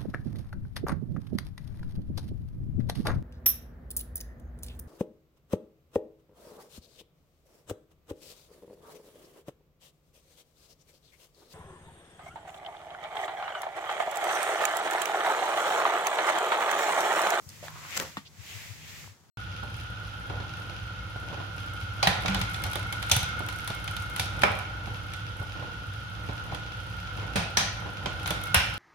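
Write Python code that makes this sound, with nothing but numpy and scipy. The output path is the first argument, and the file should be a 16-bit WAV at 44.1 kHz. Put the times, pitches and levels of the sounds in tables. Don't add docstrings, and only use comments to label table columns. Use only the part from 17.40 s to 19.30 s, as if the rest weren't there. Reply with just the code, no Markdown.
import sys
import numpy as np
from scipy import signal
from scipy.fft import rfft, irfft
from scipy.io import wavfile

SR = 44100
rng = np.random.default_rng(int(sys.argv[2]) if len(sys.argv) > 2 else 0)


def transcribe(signal):
    frames = np.atleast_2d(signal).T
    limited = np.clip(frames, -1, 1)
    pcm = np.round(limited * 32767).astype(np.int16)
    wavfile.write(sys.argv[1], SR, pcm)


N = 83790
T = np.arange(N) / SR

# t/s, level/dB
WIND_ENV = [(0, -60), (.1, -55), (.45, -56.5), (.63, -48), (.84, -65), (.95, -58.5), (1.45, -53),
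            (1.71, -52.5), (1.77, -73.5), (1.9, -60)]
# f/Hz, level/dB
WIND_EQ = [(25, -20), (40, -25), (55, -12.5), (95, 3.5), (140, -8.5), (220, -14), (400, -33.5),
           (1500, -56.5)]
# t/s, level/dB
AIR_ENV = [(0, -60), (.3, -60), (.8, -65.5), (.95, -61), (1.65, -61.5), (1.8, -64), (1.9, -68)]
# f/Hz, level/dB
AIR_EQ = [(60, -6.5), (200, -3), (450, -7.5), (1300, -12), (2600, -17), (7000, -10.5), (9500, -20.5),
          (15500, -20)]
# t/s, level/dB, length/s, centre f/Hz
BRUSHES = [(-.08, -61, 0.36, 6300), (-.08, -62, 0.43, 12900), (.088, -44, .008, 5500),
           (.089, -48.5, 0.0066, 11300), (.098, -46.5, .007, 5600), (0.303, -50, 0.0056, 14000),
           (0.605, -42.5, 0.033, 13500), (0.849, -51, 0.032, 3290), (0.854, -55.5, 0.042, 4540),
           (1.07, -53, 0.065, 3220), (1.405, -56, 0.046, 2580), (1.465, -52.5, .06, 3380)]
# t/s, level/dB, half length/s, left minus right/dB
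BUMPS = [(0.071, -47.5, 0.0057, 22), (0.339, -53.5, .02, -26), (1.002, -46.5, .013, 22),
         (1.16, -46.5, 0.017, 27), (1.312, -40.5, 0.016, 15)]
# peak t/s, level/dB, rise/s, fall/s
SWINGS = [(0.117, -53, 0.023, 0.18), (0.254, -46, 0.023, 0.029), (.43, -48, 0.1, 0.22),
          (.68, -51.5, 0.06, 0.092), (1.138, -45, 0.1, 0.21), (1.50, -47.5, 0.06, 0.062),
          (1.60, -47.5, 0.052, 0.076)]
# f/Hz, level/dB
SLEEVE_EQ = [(200, -12), (500, -10.5), (1400, -6.5), (2000, 1), (2800, -3), (4200, -5), (7500, -5),
             (8900, -15.5), (12000, -13.5), (15500, -15)]
# t/s, level/dB, f/Hz
RASP = [(.2, -84, 2000), (.39, -57, 1990), (.50, -46.5, 2180), (.555, -36, 2030), (.66, -58, 2000),
        (.82, -70, 1980), (.96, -84, 2300), (1.04, -58, 2540), (1.11, -47, 2980), (1.17, -49, 1950),
        (1.25, -49, 2000), (1.35, -63, 2110), (1.435, -54, 2630), (1.479, -58, 2280), (1.55, -51, 2010),
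        (1.66, -60, 1980), (1.77, -91, 1900)]
# t/s, level/dB
CRUSH_ENV = [(.19, -100), (.218, -80), (.232, -55.5), (.275, -55), (.305, -55), (.345, -61), (.368, -51),
             (.415, -57), (.45, -52), (.50, -59), (.56, -55), (.63, -100)]
# t/s, f/Hz
CRUSH_PITCH = [(.23, 564), (.265, 680), (.30, 1030), (.45, 1120), (.55, 1220)]
# t/s, level/dB, f/Hz, t60/s
TICKS = [(.2275, -37, 590, .035), (.2824, -25, 1680, 0.0063), (0.2834, -30, 3600, .003),
         (0.359, -35, 1060, 0.004), (.449, -35, 1030, .02), (.650, -37, 600, .012),
         (0.6512, -33, 2870, .004), (1.643, -38, 1300, 0.0087), (1.676, -39, 970, .010)]
# t/s, level/dB
TEAR_ENV = [(.33, -100), (.45, -58.5), (.50, -48), (.535, -43), (.56, -39), (.571, -28.5), (.577, -34),
            (.580, -39), (.587, -41.5), (.598, -37), (.606, -43), (.620, -44.5), (.637, -45.5),
            (.69, -53.5), (.76, -72), (.84, -100)]
# f/Hz, level/dB
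TEAR_EQ = [(150, -11.5), (500, -3), (1200, -1.5), (2000, 0), (3500, -4.5), (6200, 1.5), (7500, -1.5),
           (9000, -15.5), (12000, -6), (15500, -12.5)]
# t/s, level/dB, t60/s, left minus right/dB
CRACKS = [(0.5078, -35, 0.0065, 7), (0.5745, -20, 0.0099, 6.5), (0.5767, -23, .006, -7),
          (0.5997, -19.5, .011, 1)]
# f/Hz, level/dB
CRACK_EQ = [(400, -16), (1700, 3.5), (4000, 0), (6200, -5), (7600, 3), (9200, -17), (12000, -11),
            (15500, -7)]
# t/s, level/dB
SHUDDER_ENV = [(.53, -63), (.572, -46.5), (.597, -38), (.603, -35.5), (.632, -38.5), (.642, -41.5),
               (.67, -46.5), (.74, -62.5), (.80, -67)]
# f/Hz, level/dB
SHUDDER_EQ = [(80, -25.5), (170, 3), (300, -2.5), (560, -4), (800, -2.5), (1300, -0.5), (2400, -8.5),
              (6000, -13.5), (15000, -39)]
# t/s, level/dB
JAW_HITS = [(.6006, -30), (.6078, -34.5)]
# f/Hz, level/dB, t60/s
LOPPER_MODES = [(191, -15.5, 0.36), (384, -12.5, 0.075), (528, -10, 0.17), (598, -20.5, 0.26),
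                (980, -6.5, .03), (1200, -26, .04), (1440, -15, 0.056), (1625, -8, 0.033), (1887, -3, .09),
                (1925, -9, .08), (2062, -22, .10), (2980, -20, .05), (3750, -24, .04)]
# t/s, level/dB
LANDINGS = [(.7698, -25), (.7779, -36.5)]
# f/Hz, level/dB, t60/s
BRANCH_MODES = [(463, -18, 0.042), (905, -14.5, 0.073), (1520, -17, 0.049), (1060, -2.5, 0.019),
                (1884, -12.5, 0.076), (1154, -10, 0.06), (2820, -16, 0.071), (3520, -20, 0.096),
                (4050, -15, 0.018)]
# f/Hz, level/dB, t60/s
THUD_MODES = [(203, -33, 0.052), (266, -36.5, 0.089)]
# f/Hz, level/dB
SCUFF_EQ = [(80, -38), (220, -8), (600, -17), (1100, 1.5), (2400, -0.5), (3500, 3.5), (4700, -2),
            (6000, -8), (15000, -20)]
# f/Hz, level/dB
FENCE_EQ = [(150, 6.5), (400, 6), (1500, 3.5), (5000, -2), (12000, 3.5)]

MONO_BELOW_HZ, MIC_LAG_S = 740, 0.000058


def from_db(db):
    return 10 ** (np.asarray(db) / 20)


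def unit_rms(x):
    return x / np.sqrt(np.mean(x ** 2) + 1e-20)


def curve(rows):
    return np.interp(T, *np.transpose(rows))


def pan(db):
    return from_db(np.array([[db], [-db]]) / 2)


def decay(start, t60):
    return (T >= start) * 1e-3 ** (np.maximum(T - start, 0) / t60)


def filtered(x, hz, kind="band", order=2):
    return signal.sosfilt(signal.butter(order, hz, kind, fs=SR, output="sos"), x)


def eq(x, points):
    size = 4096
    hz, db = np.transpose(points)
    bin_hz = np.arange(size // 2 + 1) * SR / size
    gain = unit_rms(from_db(np.interp(np.log(bin_hz + 1), np.log(hz), db)))
    cepstrum = irfft(np.log(gain))
    cepstrum[1:size // 2] *= 2
    cepstrum[size // 2 + 1:] = 0
    impulse = irfft(np.exp(rfft(cepstrum)))
    return signal.fftconvolve(x, impulse[None], axes=1)[:, :N]


def widen(x):
    return filtered(x[2], MONO_BELOW_HZ, "low", order=1) + filtered(x[:2], MONO_BELOW_HZ, "high", order=1)


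def hiss():
    return widen(rng.standard_normal((3, N)))


def grains(per_s, size_db):
    sizes = from_db(size_db * np.minimum(rng.exponential(1, (3, N)), 4))
    signs = rng.choice([-1, 1], (3, N))
    fires = rng.random((3, N)) < per_s / SR
    return unit_rms(widen(sizes * signs * fires))


def ring(start, hz, t60, lag_s=MIC_LAG_S):
    arrival = start + np.array([[0], [lag_s]])
    return decay(arrival, t60) * np.sin(2 * np.pi * hz * (T - arrival))


def struck(hits, modes, lag_s):
    out = 0
    for start, hit_db in hits:
        for k, (hz, mode_db, t60) in enumerate(modes):
            gain = from_db(hit_db + mode_db + rng.standard_normal((2, 1)))
            out += gain * (-1) ** k * ring(start, hz, t60, lag_s)
    return out


def resonance(x, hz, width_hz):
    carrier = np.exp(2j * np.pi * np.cumsum(hz) / SR)
    pole = np.exp(-np.pi * width_hz / SR)
    return unit_rms((signal.lfilter([1], [1, -pole], x / carrier) * carrier).real)


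def wind():
    return from_db(curve(WIND_ENV)) * eq(rng.standard_normal((2, N)), WIND_EQ) * pan(db=4.5)


def ambience(hum_hz=152.9):
    hum = from_db(1) * resonance(rng.standard_normal(N), np.full(N, hum_hz), width_hz=6.4)
    return from_db(curve(AIR_ENV)) * (filtered(hum, [125, 185]) + eq(hiss(), AIR_EQ))


def brushes(edge_ratio=1.272):
    out = 0
    for start, db, length, hz in BRUSHES:
        swell = from_db(db) * np.sin(np.pi * np.clip((T - start) / length, 0, 1))
        out += swell * unit_rms(filtered(hiss(), [hz / edge_ratio, hz * edge_ratio]))
    return out


def handling_bumps(bump_hz=103.6):
    out = 0
    for peak, db, half_length, pan_db in BUMPS:
        swell = from_db(db) * np.exp(-((T - peak) / half_length) ** 2)
        out += swell * pan(pan_db) * np.sin(2 * np.pi * bump_hz * (T - peak))
    return out


def sleeves(rasp_band_hz=(1750, 4200), sheen_above_hz=10700):
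    speed = np.sqrt(sum(from_db(db) ** 2 * np.exp(-((T - peak) / np.where(T < peak, rise, fall)) ** 2)
                        for peak, db, rise, fall in SWINGS))
    swish = eq(speed * grains(per_s=18000, size_db=1), SLEEVE_EQ)
    sheen = filtered(hiss(), sheen_above_hz, "high", order=4)
    sheen *= from_db(-55) * (speed / speed.max()) ** 2
    times, rasp_db, rasp_hz = np.transpose(RASP)
    rasp = resonance(grains(per_s=3000, size_db=3.5), np.interp(T, times, rasp_hz), width_hz=800)
    rasp = filtered(filtered(rasp, rasp_band_hz), rasp_band_hz)
    rasp *= from_db(np.interp(T, times, rasp_db))
    return swish + sheen * pan(db=-8) + rasp * pan(db=4)


def crush(width_hz=160, overtone_ratio=1.176):
    slips = grains(per_s=900, size_db=4)
    hz = curve(CRUSH_PITCH)
    body = resonance(slips, hz, width_hz)
    overtone = from_db(0.5) * resonance(slips, hz * overtone_ratio, 2 * width_hz)
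    return from_db(curve(CRUSH_ENV)) * filtered(body + overtone, [430, 3200])


def ticks():
    return sum(from_db(db) * ring(start, hz, t60) for start, db, hz, t60 in TICKS)


def tear():
    fibres = grains(per_s=5000, size_db=2)
    splinters = from_db(-17) * grains(per_s=260, size_db=3)
    return eq(from_db(curve(TEAR_ENV)) * (fibres + splinters), TEAR_EQ)


def cracks():
    bursts = blade = 0
    for start, db, t60, pan_db in CRACKS:
        gain = from_db(db) * pan(pan_db)
        bursts += gain * decay(start, t60)
        blade += gain * from_db(-1.5) * ring(start, hz=7520, t60=0.0079)
    return blade + eq(bursts * grains(per_s=23000, size_db=3), CRACK_EQ)


def jaws():
    rattle = from_db(curve(SHUDDER_ENV)) * grains(per_s=2500, size_db=3.5)
    return struck(JAW_HITS, LOPPER_MODES, lag_s=0.00012) + eq(rattle, SHUDDER_EQ)


def falling_branch(thud_at_s=0.7718, lag_s=0.0002):
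    knock = struck(LANDINGS, BRANCH_MODES, lag_s)
    thud = sum(from_db(db) * ring(thud_at_s, hz, t60, lag_s) for hz, db, t60 in THUD_MODES)
    scuff = from_db(-38) * decay(LANDINGS[0][0], t60=0.1) * grains(per_s=3000, size_db=2.5)
    return filtered(knock, [350, 5200]) + filtered(thud, [140, 420]) + eq(scuff, SCUFF_EQ)


def fence(x, predelay_s=0.005, wet_db=-17):
    echoes = eq(rng.standard_normal((2, N)) * decay(predelay_s, t60=0.11), FENCE_EQ)
    return from_db(wet_db) * signal.fftconvolve(x, unit_rms(echoes) / np.sqrt(N), axes=1)[:, :N]


def scene():
    bed = wind() + ambience() + brushes() + handling_bumps() + sleeves()
    action = crush() + ticks() + tear() + cracks() + jaws() + falling_branch()
    return bed + action + fence(action)


def record(dry, low_cut_hz=47, high_cut_hz=15860):
    trimmed = filtered(dry, low_cut_hz, "high", order=4)
    high_cut = signal.firwin(601, high_cut_hz, fs=SR, window="blackman")
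    return signal.fftconvolve(trimmed, high_cut[None], "same", axes=1)


dry = scene()
out = record(dry)
transcribe(out)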